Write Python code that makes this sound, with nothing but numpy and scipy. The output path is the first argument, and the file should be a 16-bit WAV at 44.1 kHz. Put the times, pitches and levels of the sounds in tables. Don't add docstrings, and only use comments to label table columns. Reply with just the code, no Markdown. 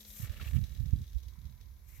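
import sys
import numpy as np
from scipy import signal
from scipy.fft import rfft, irfft
from scipy.io import wavfile
from scipy.ndimage import uniform_filter1d

SR = 44100
rng = np.random.default_rng(int(sys.argv[2]) if len(sys.argv) > 2 else 0)


def pcm_store(signal):
    levels = np.round(np.clip(np.atleast_2d(signal), -1, 1) * 32767)
    wavfile.write(sys.argv[1], SR, levels.astype(np.int16).T)


N = 88200
T = np.arange(N) / SR


def from_db(db):
    return 10 ** (np.asarray(db) / 20)


def rms_one(x):
    return x / np.sqrt(np.mean(x ** 2) + 1e-20)


def in_time(rows):
    return np.interp(T, *np.transpose(rows))


def at_hz(points, hz):
    at, values = np.transpose(points)
    return np.interp(np.log(hz), np.log(at), values)


def drift(rate_hz):
    hz = np.arange(N // 2 + 1) * SR / N
    return rms_one(irfft(rfft(rng.standard_normal(N)) / (1 + (hz / rate_hz) ** 2), N))


def resonance(hz, centre_hz, width_hz):
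    return 1 / (1 + (2 * (hz - centre_hz) / width_hz) ** 2)


def bursts(times, db, decay_s, attack_s=.00077):
    power = np.bincount(np.clip(np.asarray(times) * SR, 0, N).astype(int), from_db(db) ** 2, N + 1)[:N]
    rise, fall = np.exp(-1 / (attack_s * SR)), np.exp(-2 / (decay_s * SR))
    power = signal.lfilter([1 - rise], [1, -rise], power + 1e-18)
    return np.sqrt(signal.lfilter([1], [1, -fall], power + 1e-18))


# f/Hz, correlation
COHERENCE = [(100, 0.82), (700, 0.5), (1500, 0.47), (3500, 0.21), (8000, 0), (14000, 0.1)]
def noise(spectrum, left_db=0, left_db_per_octave=0, peaks=(), echo=0, echo_s=.00195):
    hz = np.maximum(np.arange(N // 2 + 1) * SR / N, 1)
    mid, side = rfft(rng.standard_normal((2, N)))
    alike = at_hz(COHERENCE, hz)
    pair = np.sqrt(1 + alike) * mid + np.sqrt(1 - alike) * side * [[1], [-1]]
    ripple_hz = np.arange(400, SR / 2, 90)
    db = at_hz(spectrum, hz) + 2 * np.interp(hz, ripple_hz, rng.standard_normal(len(ripple_hz)), left=0)
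    db += sum(rise * resonance(hz, centre, width) for centre, width, rise in peaks)
    octaves = np.log2(np.maximum(hz, 2000) / 4000)
    pan = from_db(np.array([[.5], [-.5]]) * (left_db + left_db_per_octave * octaves))
    ground = 1 + echo * np.exp(-2j * np.pi * hz * echo_s)
    return rms_one(irfft(pair * ground * from_db(db) * pan, N))


# f/Hz, relative level/dB
HISS_SPECTRUM = [(100, 21), (300, 7.5), (600, 0.5), (1000, 0.5), (2200, -3), (2900, -7.5), (4000, -2),
                 (6500, -2), (8500, -20), (10500, 0), (12500, 3), (16000, -2.5)]
def hiss(level_db=-66.5):
    return from_db(level_db) * noise(HISS_SPECTRUM, left_db=2)


# t/s, level/dB
HOLLOW_LEVEL = [(1.1, -95), (1.33, -74), (1.46, -74.5), (1.75, -80.5)]
# f/Hz, relative level/dB
HOLLOW_SPECTRUM = [(300, 2.5), (750, -17), (1000, 7), (1250, -7), (1700, -5.5), (2200, 2.5), (2800, -19),
                   (9000, -40)]
def hollow_rustle():
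    return from_db(in_time(HOLLOW_LEVEL) + 3 * drift(40)) * noise(HOLLOW_SPECTRUM)


# t/s, level/dB
WINDWARD_LEVEL = [(0, -54.5), (.17, -56), (.22, -38.5), (.35, -40.5), (.52, -37), (.56, -26.5),
                  (.62, -27.5), (.66, -34.5), (.74, -33.5), (.83, -31), (.9, -34), (.99, -29.5),
                  (1.06, -41), (1.45, -38), (1.8, -46), (2.0, -38)]
# t/s, level/dB
LEEWARD_LEVEL = [(0, -61.5), (.3, -49.5), (.7, -49), (.9, -49), (.96, -39.5), (1.05, -45.5), (1.3, -52.5),
                 (2.0, -54)]
# f/Hz, relative level/dB
WIND_SPECTRUM = [(20, -19), (35, -4.5), (58, 8.5), (85, -5), (125, -14), (180, -24), (260, -33.5),
                 (400, -52.5), (800, -68)]
def wind(brightening=.62, edge_hz=84, flutter_db=3):
    db = np.array([in_time(LEEWARD_LEVEL), in_time(WINDWARD_LEVEL)])
    rumble = noise(WIND_SPECTRUM)
    rumble /= np.sqrt(uniform_filter1d(rumble ** 2, size=3500, axis=1))
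    upper = signal.sosfiltfilt(signal.butter(2, edge_hz, "high", fs=SR, output="sos"), rumble)
    upper_gain = from_db(brightening * (db - db.mean(axis=1, keepdims=True)))
    return from_db(db + flutter_db * drift(5)) * (rumble + (upper_gain - 1) * upper)


# t/s, envelope peak level/dB, f/Hz, half length/cycles
EDDY_PULSES = [(0.202, -30.5, 126, 0.52), (0.238, -24, 103, 0.93), (0.303, -21, 62.5, 0.58),
               (0.467, -25, 74.3, 0.35), (0.546, -20.5, 71, 1.3), (0.568, -18.5, 117, 0.35),
               (0.591, -25, 138, 1.1), (0.616, -20, 84, 1.6), (.808, -19, 97.6, 0.76),
               (.836, -20.5, 61.5, 0.5), (0.865, -32, 154, 1.16), (.934, -8.5, 55.5, 0.27),
               (0.958, -29.5, 160, 0.48), (1.164, -18, 55, 0.86), (1.387, -37, 125, 0.48),
               (1.453, -41.5, 130, .76)]
def eddies(steepening_rad=.71):
    out = np.zeros((2, N))
    for s, db, hz, half_length in EDDY_PULSES:
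        cycles = hz * (T - s)
        phase = 2 * np.pi * cycles + steepening_rad * from_db(db) * np.tanh(16 * cycles)
        out[1] += from_db(db) * np.sin(phase) / np.cosh(np.clip(cycles / half_length, -10, 10)) ** 2
    return out


# t/s, level/dB
STEP_LEVEL = [(.1, -75.5), (.25, -56), (.32, -59.5), (.38, -59), (.42, -53.5), (.5, -59), (.57, -56.5),
              (.6, -68), (.9, -71.5), (1.82, -97), (1.93, -84), (2.0, -73)]
# t/s, level/dB, f/Hz
STALK_SNAPS = [(0.254, -50, 2100), (.397, -50, 1330), (0.411, -45, 2810), (0.445, -52.5, 2727),
               (0.477, -48, 2900), (.367, -54, 2600), (0.508, -55.5, 1970), (0.566, -51.5, 2670)]
# f/Hz, relative level/dB
GRASS_SPECTRUM = [(370, -9.5), (520, -0.5), (800, -18), (1300, -6.5), (2600, -6.5), (4000, -9),
                  (6000, -16.5), (9000, -23), (16000, -20.5)]
def grass(stalks_per_s=690, spread_db=3.5, snap_width_hz=1900, snap_rise_db=18.5, echo=-.29):
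    stalk_db = spread_db * np.minimum(rng.exponential(1, N), 3)
    struck = rng.random(N) < stalks_per_s / SR
    crackle = rms_one(bursts(T[struck], stalk_db[struck], decay_s=.0026)) * from_db(in_time(STEP_LEVEL))
    out = crackle * noise(GRASS_SPECTRUM, left_db=1, echo=echo)
    for s, db, hz in STALK_SNAPS:
        ring = noise(GRASS_SPECTRUM, left_db=1, peaks=[(hz, snap_width_hz, snap_rise_db)], echo=echo)
        out += bursts([s], [db], decay_s=.0073) * ring
    return out


def scuff(peak_s=1.98, half_length_s=.098, level_db=-68):
    swell = np.exp(-((T - peak_s) / half_length_s) ** 2)
    rub = noise(GRASS_SPECTRUM, left_db=1, peaks=[(2160, 1100, 18)])
    return swell * from_db(level_db + 2 * drift(66)) * rub


# t/s, level/dB
SLEEVE_LEVEL = [(0, -60), (.08, -55.5), (.17, -49.5), (.25, -49.5), (.275, -63), (.38, -65.5), (.48, -56.5),
                (.6, -66.5), (.95, -71.5), (1.82, -80.5), (1.89, -65), (1.96, -60), (2.0, -66.5)]
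# f/Hz, relative level/dB
CLOTH_SPECTRUM = [(500, -19.5), (1400, -21.5), (2300, -13), (4500, -13), (7200, -4.5), (9000, -11),
                  (11000, -7), (13200, 1), (14500, -5), (16000, -27)]
def jacket():
    envelope = from_db(in_time(SLEEVE_LEVEL) + 1.75 * drift(36))
    return envelope * noise(CLOTH_SPECTRUM, left_db=2, left_db_per_octave=2.5, echo=-.18)


def hum(hz=211.7, level_db=-65.5, end_s=.464, fade_s=.018):
    phase = 2 * np.pi * np.cumsum(hz * (1 + .04 * drift(22))) / SR
    fade = .5 * (1 - np.tanh((T - end_s) / fade_s))
    return from_db(level_db) * np.sqrt(2) * np.sin(phase) * fade


# t/s, level/dB
TICK_LEVEL = [(0, -57), (.45, -57), (.65, -56.5), (1.3, -61), (1.6, -65), (2.0, -73)]
# t/s, level/dB
RUBBER_KNOCKS = [(.007, -48.5), (0.049, -47.5), (0.103, -48), (.639, -47), (0.749, -52), (0.858, -52.5),
                 (1.017, -52.5), (1.078, -55), (1.099, -60), (1.131, -56.5), (1.183, -56), (1.232, -54.5),
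                 (1.283, -53), (1.454, -56), (1.611, -55.5)]
# f/Hz, relative level/dB
AIRFRAME_SPECTRUM = [(500, -9), (1100, -22.5), (2300, -8), (2900, -14), (3400, -1.5), (5000, -6.5),
                     (6800, -11.5), (8000, -18), (16000, -12)]
# f/Hz, width/Hz, level above the airframe's ring/dB
FUSELAGE_MODES = [(3630, 91, 2.5), (3905, 79, 6.5), (6160, 860, 5.5)]
def plane(turns_per_s=37.8, slowing_per_s2=.4, first_turn_s=.003, spread_db=2.5, tail_db=-11):
    turns = turns_per_s * (T - first_turn_s) - .5 * slowing_per_s2 * T ** 2
    ticks = np.flatnonzero(np.diff(np.floor(turns)) > 0)
    tick_db = in_time(TICK_LEVEL)[ticks] + spread_db * np.clip(rng.standard_normal(len(ticks)), -2, 1)
    s, db = np.vstack([np.column_stack([T[ticks], tick_db]), RUBBER_KNOCKS]).T
    envelope = np.hypot(bursts(s, db, decay_s=.0027), bursts(s, db + tail_db, decay_s=.032))
    return envelope * noise(AIRFRAME_SPECTRUM, left_db=2.5, peaks=FUSELAGE_MODES)


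def scene():
    background = hiss() + hollow_rustle() + wind() + eddies()
    thrower = grass() + scuff() + jacket()
    return background + thrower + hum() + plane()


def record(dry, low_cut_hz=66.3, high_cut_hz=15900):
    thinned = signal.sosfilt(signal.butter(1, low_cut_hz, "high", fs=SR, output="sos"), dry)
    return signal.sosfilt(signal.ellip(12, .1, 80, high_cut_hz, fs=SR, output="sos"), thinned)


dry = scene()
out = record(dry)
pcm_store(out)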